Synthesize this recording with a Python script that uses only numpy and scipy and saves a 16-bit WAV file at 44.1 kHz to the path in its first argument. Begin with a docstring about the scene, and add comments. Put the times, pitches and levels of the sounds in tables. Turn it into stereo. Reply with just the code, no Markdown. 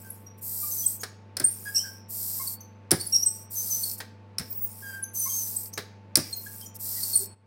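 """A soft, wet hiss with small squeaks: a hand roller is drawn back over a wet metal plate, then pushed
out with a much louder hiss, five times in all. The hiss is the tacky film splitting behind the roller;
the squeaks and whistles are its dry axle sticking and slipping. Between passes the roller lifts, mostly
with a knock, and lands with a clack of its frame and a thud of the bench. A small room hums underneath."""
import sys
import numpy as np
from scipy import signal
from scipy.fft import rfft, irfft, next_fast_len
from scipy.io import wavfile

SR = 44100
rng = np.random.default_rng(int(sys.argv[2]) if len(sys.argv) > 2 else 0)


def file_out(sig):
    """Save sig as 16-bit WAV at sys.argv[1]."""
    # one column per channel
    cols = np.atleast_2d(sig).T
    # limit, then scale
    lim = np.clip(cols, -1, 1)
    pcm = np.round(lim * 32767).astype(np.int16)
    wavfile.write(sys.argv[1], SR, pcm)


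N = 328986
TOP_HZ = 16100  # the top edge of the whole sound


def amp(db):
    """Decibels to gain. Table levels are faders: relative, ahead of the layer and master gains."""
    return 10 ** (np.asarray(db) / 20)


def unit(x):
    """x at rms 1."""
    return x / np.sqrt(np.mean(x ** 2) + 1e-20)


def along(points, hz):
    """Read a curve of (freq_hz, value) points on a log frequency axis."""
    freqs, values = np.transpose(points)
    return np.interp(np.log(hz + 1), np.log(freqs + 1), values)


def wobble(rate, size):
    """A smooth random curve, rate knots a second."""
    knots = rng.standard_normal(max(size, SR) // 8)
    place = np.arange(size) * rate / SR
    k = place.astype(int)
    u = place - k
    return 1.15 * (knots[k] + (knots[k + 1] - knots[k]) * u * u * (3 - 2 * u))


def filtered(x, response):
    """x through a complex frequency response."""
    size = next_fast_len(len(x) + 8192)
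    return irfft(rfft(x, size) * response(np.fft.rfftfreq(size, 1 / SR)), size)[:len(x)]


def coloured(x, eq):
    """x shaped by an EQ curve, at rms 1."""
    return unit(filtered(x, lambda hz: amp(along(eq, hz))))


def add(track, start_s, sound):
    """Mix a sound into the track at start_s."""
    part = track[max(round(start_s * SR), 0):][:len(sound)]
    part += sound[:len(part)]


def stroke_gain(rows, power, layer=0, grip_s=.028):
    """The roller's speed follows a half sine, and the hiss follows a power of that speed."""
    gain = np.zeros(N)
    for start, end, slowing, change_db, *levels in rows:
        t = np.arange(max(start, 0), end, 1 / SR)
        u = (t - start) / (end - start)
        ramp = np.clip(np.minimum((t - start) / grip_s, (end - t) / slowing), 0, 1)
        rolling = np.sin(np.pi / 2 * ramp) ** 2
        speed = abs(np.sin(np.pi * u))
        add(gain, start, amp(levels[layer] + change_db * (u - .5)) * rolling * speed ** power)
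    return gain


def snaps(eq, per_second, clump_db):
    """Tiny threads of liquid snap at random, in brief clumps."""
    happens = rng.random(N) < per_second / SR
    return coloured(happens * rng.standard_normal(N) * amp(clump_db * wobble(700, N)), eq)


# Firm pushes out: start_s, end_s, slowing_s, change_db, fine_db, coarse_db
PUSHES = [(.405, 1.025, .13, 0.5, -37, -51.5), (2.08, 2.585, 0.063, -0.5, -38, -49),
          (3.495, 3.985, 0.059, 0.5, -37.8, -48.5), (5.128, 5.715, .05, -9.5, -38.5, -51),
          (6.782, 7.29, .06, -0.5, -38, -46)]
# Bright sizzle of the fine snaps: freq_hz, gain_db
FINE_EQ = [(3000, -42.5), (6400, -18), (7800, -5.5), (8800, -5), (10400, -8), (11500, -5), (12800, 1.5),
           (14300, -1.5), (15700, -5.5)]
# Lower rasp of the coarse snaps: freq_hz, gain_db
COARSE_EQ = [(1200, -17), (2900, -24), (3700, -14.5), (4300, -4.5), (5100, 0.5), (5800, 0), (6400, -7),
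             (9000, 1), (14000, -20)]


def firm_hiss():
    """The film splits loudly behind the pushed roller; coarser snaps come in at speed."""
    fine = stroke_gain(PUSHES, power=.28) * snaps(FINE_EQ, per_second=17000, clump_db=-.8)
    coarse = stroke_gain(PUSHES, power=.7, layer=1) * snaps(COARSE_EQ, per_second=7600, clump_db=-.3)
    return amp(4) * fine + amp(4.5) * coarse


# Light pulls back: start_s, end_s, slowing_s, change_db, level_db
PULLS = [(-.35, 0.344, .3, 3, -59.5), (1.385, 2.063, 0.3, 0, -51.5), (2.938, 3.495, 0.11, -6.5, -52),
         (4.394, 5.088, 0.2, 8.5, -54.5), (6.162, 6.725, 0.095, 5, -52.5)]
# Thin, airy hiss of the film under light pressure: freq_hz, gain_db
LIGHT_EQ = [(2000, -24), (4000, -21.5), (5500, -5.5), (6500, -19), (8200, -2.5), (10200, -4.5),
            (11300, -5.5), (13000, 0.5), (14500, 0), (15800, -4)]


def light_hiss():
    """The film hisses and crackles softly as the roller is pulled back or peels off."""
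    texture = amp(-9.5) * crackle() + snaps(LIGHT_EQ, per_second=12000, clump_db=-1.5)
    return amp(6) * (stroke_gain(PULLS, power=.35) + peel_gain()) * texture


def crackle(count=2400, decay_cycles=11):
    """Stickier spots let go with tiny pings, each with its own pitch and size."""
    when, pitch, size = rng.random((count, 3)).T[:, :, None]
    k = np.arange(SR // 100)
    hz = 6000 * 2.5 ** pitch
    age = k / SR * hz / decay_cycles
    size_db = -np.log(1 - .98 * size)
    grains = amp(size_db) * hz * age * np.exp(-age) * np.sin(2 * np.pi * hz * k / SR)
    places = (when * N).astype(int) + k
    return unit(np.bincount(places.ravel(), grains.ravel(), N)[:N])


# Short rips at the ends of strokes: start_s, length_s, level_db
RIPS = [(0.369, 0.04, -63), (.995, .045, -50), (3.97, 0.036, -46.5), (6.74, 0.04, -48.5)]


def peel_gain():
    """The hiss swells briefly where the stopped roller comes unstuck from the film."""
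    gain = np.zeros(N)
    for start, length, db in RIPS:
        add(gain, start, amp(db) * np.hanning(int(length * SR)))
    return gain


# Axle squeaks: start_s, length_s, pitch_hz, glide_ratio, level_db, roughness (0-1)
AXLE_SQUEAKS = [ (0.028, .079, 1570, -0.023, -59, 0.3), (.1, .014, 11300, 0.12, -32.5, 0.04),
                (.262, 0.021, 5700, -.02, -46, 0.16), (0.624, 0.034, 1180, -0.017, -47.5, .3),
                (.829, .028, 3260, -.04, -53.5, .3), (.858, 0.019, 8160, -0.023, -17.5, 0.14),
                (0.992, 0.037, 6670, -0.062, -44, 0.8), (1.438, .024, 8714, 0.051, -15.5, 0.09),
                (1.454, .048, 8900, .04, -27.5, 0.3), (1.507, 0.019, 11100, -0.0026, -36.5, 0.44),
                (1.652, 0.057, 1660, -0.022, -41, 0.45), (1.744, 0.053, 5550, 0.011, -24, .7),
                (1.776, 0.057, 3060, .06, -51.5, .2), (1.834, 0.059, 1580, -0.049, -45, .53),
                (2.391, 0.037, 1072, -0.034, -44, 0.34), (2.469, 0.019, 4440, -0.059, -36.5, .3),
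                (2.602, 0.023, 6140, .1, -46.5, 0.74), (2.993, 0.038, 4470, 0.073, -38.5, 0.48),
                (3.062, 0.022, 10050, 0.02, -30.5, .3), (3.12, 0.042, 5550, -0.015, -24.5, .45),
                (3.148, .027, 5555, .03, -17.5, 0.2), (3.222, 0.027, 5790, 0.00082, -25, 0.32),
                (3.257, 0.027, 8196, -0.018, -19, .02), (3.829, 0.024, 4390, -0.0087, -31.5, 0.28),
                (4.499, .04, 15250, 0, -35, .05), (4.547, .054, 15550, -.01, -37, 0.1),
                (4.606, 0.058, 15560, -.01, -31, 0.04), (4.821, 0.17, 1599, -0.0366, -40, 0.18),
                (5.023, 0.023, 10030, 0.016, -30.5, .02), (5.034, .018, 6210, .07, -36, 0.16),
                (5.19, 0.024, 9240, -0.015, -30.5, 0.1), (5.254, 0.035, 1077, 0.066, -42.5, .28),
                (5.288, 0.045, 3200, 0, -55, .2), (5.561, .019, 8160, 0.029, -25.5, 0.16),
                (5.727, 0.025, 6080, 0.093, -42.5, .7), (6.324, 0.023, 4243, -0.021, -33.5, 0.18),
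                (6.36, .032, 14650, 0, -37, .1), (6.459, 0.02, 1637, 0.0075, -44.5, 0.24),
                (6.609, 0.042, 3153, -0.0071, -55, 0.34), (6.656, 0.017, 5680, .05, -42.5, 0.54),
                (6.662, .017, 7000, 0, -45, .3), (6.956, 0.054, 1950, .04, -58, 0.95),
                (7.027, 0.02, 4480, 0.039, -32.5, 0.12), (7.127, 0.035, 4376, -0.016, -32.5, 0.24),
                (7.151, 0.021, 8870, 0.0014, -17, .25), (7.168, 0.018, 8050, -.02, -23.5, 0.3),
                (7.195, 0.05, 400, .07, -47.5, 0.8)]
# One-note whistles under firm pressure: start_s, length_s, level_db, sag_ratio
AXLE_WHISTLES = [(0.706, 0.041, -39, 0.036), (0.77, 0.068, -37, 0.059), (3.552, 0.072, -34, 0.045),
                 (3.699, 0.069, -29.5, 0.056), (5.145, .056, -37.5, .035), (5.196, .07, -34, 0.056),
                 (5.269, 0.14, -36, 0.0053), (5.372, 0.073, -36.5, 0.055)]


def axle(whistle_hz=6378):
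    """The dry axle's squeaks glide up or down; its whistle sags under load and recovers."""
    out = np.zeros(N)
    for start, length, hz, glide, db, rough in AXLE_SQUEAKS:
        bend = glide * np.linspace(-.5, .5, int(length * SR))
        add(out, start, squeal(hz * (1 + bend), db, rough))
    for start, length, db, sag in AXLE_WHISTLES:
        load = np.sin(np.linspace(0, np.pi, int(length * SR)))
        add(out, start, squeal(whistle_hz * (1 - sag * load), db, rough=.219))
    return out


def chirps(per_stroke=3, low_hz=6560, high_hz=14900, length_s=.02, glide=.15):
    """Faint high squeaks at random moments around the middle of each light pull."""
    out, u = np.zeros(N), np.linspace(-.5, .5, int(length_s * SR))
    for start, end, *_, hiss_db in PULLS:
        for when, pitch, bend in rng.random((per_stroke, 3)):
            onset = start + (end - start) * (1 + 3 * when) / 6
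            hz = low_hz * (high_hz / low_hz) ** pitch * (1 + glide * (bend - .5) * u)
            add(out, onset, (onset > 0) * squeal(hz, hiss_db + 6, rough=.27))
    return out


# A squeak's octave, strong where it meets a resonance of the frame: pitch_hz, octave_db
OCTAVE_LEVELS = [(400, -23), (1080, -12.5), (1600, -23.5), (3200, -17), (4230, -4.5), (4420, 3),
                 (5500, -19.5), (6200, -5.5), (7200, -28.5)]
# How well the frame passes the weaker partials: freq_hz, gain_db
PARTIAL_EQ = [(3000, -20), (4400, -20), (4800, 3), (6400, -10), (8200, 1), (10000, -15), (14000, -7.5)]


def squeal(hz, db, rough, jitter=.039, flutter_db=4, attack_s=.007, release_s=.01):
    """A stick-slip tone on the pitch curve hz; rough ones waver in pitch and level, and rasp."""
    size, middle_hz = len(hz), hz.mean()
    u, length = np.linspace(0, 1, size), size / SR
    waver, flutter, rasp = wobble(350, size), wobble(220, size), wobble(2200, size)
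    phase = 2 * np.pi * np.cumsum(hz * (1 + jitter * rough * waver)) / SR

    def partials(orders):
        return sum(amp(along(PARTIAL_EQ, k * middle_hz)) * np.sin(k * phase)
                   for k in orders if k * middle_hz < TOP_HZ)

    octave = (2 * middle_hz < TOP_HZ) * amp(along(OCTAVE_LEVELS, middle_hz)) * np.sin(2 * phase)
    # rough slips are sharper (upper partials) and alternate strong and weak (partials halfway)
    edge = amp(-7) * partials([3, 4, 5]) + amp(-8) * partials([.5, 1.5, 2.5])
    tone = np.sin(phase) + octave + rough * edge
    ramp = np.clip(np.minimum(u / attack_s, (1 - u) / release_s) * length, 0, 1)
    swell = np.sin(np.pi / 2 * ramp) ** 2
    strength = amp(db - 9.6 * (2 * u - 1) ** 2 + flutter_db * rough * flutter)
    grain = 1 + amp(-25) * np.sqrt(rough) * 2 * rasp
    return np.sqrt(2) * tone * swell * strength * grain


# The roller lands, one end first:
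# start_s, first_clack_db, gap_s, second_clack_db, second_contact_s, knock_db, thud_db, thud_pitch_ratio
SET_DOWNS = [(1.368, -17, 0.03, -17.5, 0.0015, -35.5, -32.5, 1),
             (2.908, -12, .0063, -4, .0006, -28, -19.5, 1),
             (4.383, -16, 0.011, -26.5, .0025, -39.5, -34, 0.69),
             (6.155, -2.5, .0143, -11, .0014, -33, -24.5, 0.87)]


def landings(thud_lag_s=.003, rebound_s=.016, rebound_db=-8):
    """Each end clacks the frame and knocks the plate; the bench takes the weight and rebounds once."""
    clacks, blows = np.zeros((2, N))
    for start, first_db, gap, second_db, contact_s, knock_db, thud_db, pitch in SET_DOWNS:
        add(clacks, start, clack(first_db, contact_s=.0015, tilt_db=-2.5))
        add(blows, start, knock(knock_db - 3))
        add(clacks, start + gap, clack(second_db, contact_s, tilt_db=2.5))
        add(clacks, start + gap, chatter(first_db - 37))
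        settled = start + gap + thud_lag_s
        add(blows, settled, knock(knock_db) + thud(thud_db, pitch))
        add(blows, settled + rebound_s, knock(knock_db + rebound_db) + thud(thud_db + rebound_db, pitch))
    return clacks, blows


# The roller comes off the plate: start_s, clack_db, knock_db, thud_db
LIFT_OFFS = [(1.033, -25.5, -34, -57.5), (4.003, -33, -35.5, -52), (5.776, -28.5, -30, -38.5)]


def lifts():
    """The frame clacks once as the roller lifts, and the plate drops back on the bench."""
    clacks, blows = np.zeros((2, N))
    for start, clack_db, knock_db, thud_db in LIFT_OFFS:
        add(clacks, start, clack(clack_db, contact_s=.0026, tilt_db=-2))
        add(blows, start, knock(knock_db) + thud(thud_db, pitch=1.24))
    return clacks, blows


# Metallic ring of the frame: freq_hz, width_hz, gain_db
FRAME_MODES = [(2300, 430, -20.5), (4300, 840, -9.5), (5330, 470, -0.5), (7800, 780, -8), (9250, 320, 0),
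               (10140, 110, 0), (12760, 4200, -13)]


def clack(db, contact_s, tilt_db):
    """A brief gritty contact rings the metal frame; tilt_db per octave brightens or dulls it."""
    def metal(hz):
        modes = sum((-1) ** k * amp(gain) * 1j * hz * width / (centre ** 2 - hz ** 2 + 1j * hz * width)
                    for k, (centre, width, gain) in enumerate(FRAME_MODES))
        return modes * amp(tilt_db * np.log2(np.maximum(hz, 2000) / 7000))

    t = np.arange(SR // 5) / SR
    hit = t / contact_s * np.exp(-t / contact_s)
    tail = amp(-25 - 60 * t / .056)
    ring = filtered(rng.standard_normal(len(t)) * (hit + tail), metal)
    return amp(db) * ring / np.abs(ring).max()


# Low body of the bench: freq_hz, gain_db
BENCH_EQ = [(25, -54.5), (50, -28.5), (75, -9.5), (120, 2.5), (180, -0.5), (250, -10), (340, 0.5),
            (480, -15), (700, -16.5), (1000, -24), (2000, -45.5)]


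def thud(db, pitch, attack_s=.0036, t60_s=.09):
    """The bench shakes; the pitch depends on where the blow lands."""
    t = np.arange(SR // 4) / SR
    shake = rng.standard_normal(len(t)) * amp(-60 * t / t60_s) * (1 - np.exp(-t / attack_s))
    return amp(db - 17) * unit(filtered(shake, lambda hz: amp(along(BENCH_EQ, hz / pitch))))


# Midrange clatter of the plate: freq_hz, gain_db
PLATE_EQ = [(150, -17), (400, -0.5), (620, -2), (950, -7), (1300, -1), (1700, 1), (2200, -6), (2800, -13),
            (4000, -5), (8000, -18.5)]


def knock(db, t60_s=.11):
    """The plate rattles briefly on the bench."""
    t = np.arange(SR // 4) / SR
    return amp(db - 15.5) * unit(coloured(rng.standard_normal(len(t)), PLATE_EQ) * amp(-60 * t / t60_s))


# Stray ticks of the frame: start_s, level_db
FRAME_TICKS = [(3.01, -24.5), (3.896, -27), (3.913, -25), (4.527, -36), (5.657, -34.5), (5.736, -30.5),
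               (6.611, -34), (7.257, -34)]


def rattles():
    """The loose frame ticks as the roller runs."""
    out = np.zeros(N)
    for start, db in FRAME_TICKS:
        add(out, start, clack(db, contact_s=.0015, tilt_db=1.5))
    return out


# Tinny colour of the roller shaking on its axle: freq_hz, gain_db
CHATTER_EQ = [(1200, -29.5), (2300, -6), (3200, -20), (4400, -16), (5400, 0), (6300, -15), (9000, -13.5),
              (15000, -25)]


def chatter(db, t60_s=.45):
    """After a landing the roller chatters on its axle, ever more faintly."""
    t = np.arange(SR // 2) / SR
    return amp(db - 60 * t / t60_s) * coloured(rng.standard_normal(len(t)), CHATTER_EQ)


def walls(x, per_second=900, t60_s=.19, predelay_s=.003):
    """Bench top and near walls send back a quick scatter of copies."""
    t = np.arange(SR // 16) / SR
    arrives = (rng.random(len(t)) < per_second / SR) * (t > predelay_s)
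    copies = arrives * rng.standard_normal(len(t)) * amp(-60 * t / t60_s)
    return signal.fftconvolve(x, copies / np.linalg.norm(copies))[:N]


# Short reverb of the small room: freq_hz, t60_s
ROOM_DECAY = [(100, 0.24), (500, 0.32), (1600, .44), (4200, .42), (5600, 0.49), (9000, 0.28), (15000, 0.23)]


def room(x, predelay_samples=300):
    """The room's diffuse tail; each frequency dies at its own speed."""
    hz, t, noise = signal.stft(rng.standard_normal(SR), SR, nperseg=256)
    decay = amp(-60 * t / along(ROOM_DECAY, hz)[:, None])
    tail = np.pad(signal.istft(noise * decay, SR, nperseg=256)[1], (predelay_samples, 0))
    return signal.fftconvolve(x, tail / np.linalg.norm(tail))[:N]


# Dark bed of moving air: freq_hz, gain_db
AIR_EQ = [(25, -32), (55, -22.5), (85, -9.5), (140, 1.5), (200, 3.5), (260, 1.5), (550, -2.5),
          (1200, -10.5), (1900, -14), (2550, -14), (3100, -21), (4500, -25), (7000, -36), (15500, -53)]
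# Room tone, mains first and then the fan: pitch_hz, level_db
HUM_TONES = [(99.8, -52.5), (176, -70.5), (198, -66), (221.5, -64), (442, -74), (499, -70.5), (884, -67),
             (1105, -77.5)]


def hum():
    """Steady mains hum and the slightly unsteady tones of a fan, over moving air."""
    t = np.arange(N) / SR
    out = amp(-60) * coloured(rng.standard_normal(N), AIR_EQ)
    for k, (hz, db) in enumerate(HUM_TONES):
        drift = .5 if k else .03
        level = np.sqrt(2) * amp(db + 2.4 * drift * wobble(4.2, N))
        out += level * np.sin(2 * np.pi * hz * t + drift * wobble(8.5, N))
    return out


def scene():
    """Film, axle, frame and bench, with their reflections and the room's hum, in mono."""
    hiss = firm_hiss() + light_hiss()
    squeaks = axle() + chirps()
    landing_clacks, landing_blows = landings()
    lift_clacks, lift_blows = lifts()
    clacks = landing_clacks + lift_clacks + rattles()
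    blows = landing_blows + lift_blows
    early = walls(amp(-10) * squeaks + amp(-16) * clacks)
    reverb = room(amp(-26) * hiss + amp(-9) * squeaks + amp(-14.5) * clacks + amp(-11.5) * blows)
    mono = hiss + squeaks + clacks + blows + early + reverb + hum()
    return np.array([mono, mono])


# Master fader, held until it drops at the very end: time_s, gain_db
MASTER_FADER = [(7.335, 2.5), (7.355, -9.5), (7.46, -6)]


def record(dry, ceiling=.85, low_cut_hz=55):
    """The microphone rounds sharp peaks and loses deep bass and extreme treble; the end drops in level."""
    fader = amp(np.interp(np.arange(N) / SR, *np.transpose(MASTER_FADER)))
    rounded = dry / (1 + np.abs(dry / ceiling) ** 8) ** (1 / 8)
    thin = signal.sosfilt(signal.butter(2, low_cut_hz, "high", fs=SR, output="sos"), rounded)
    high_cut = lambda hz: 1 / (1 + (hz / TOP_HZ) ** 160)
    return np.array([filtered(channel * fader, high_cut) for channel in thin])


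dry = scene()
out = record(dry)
file_out(out)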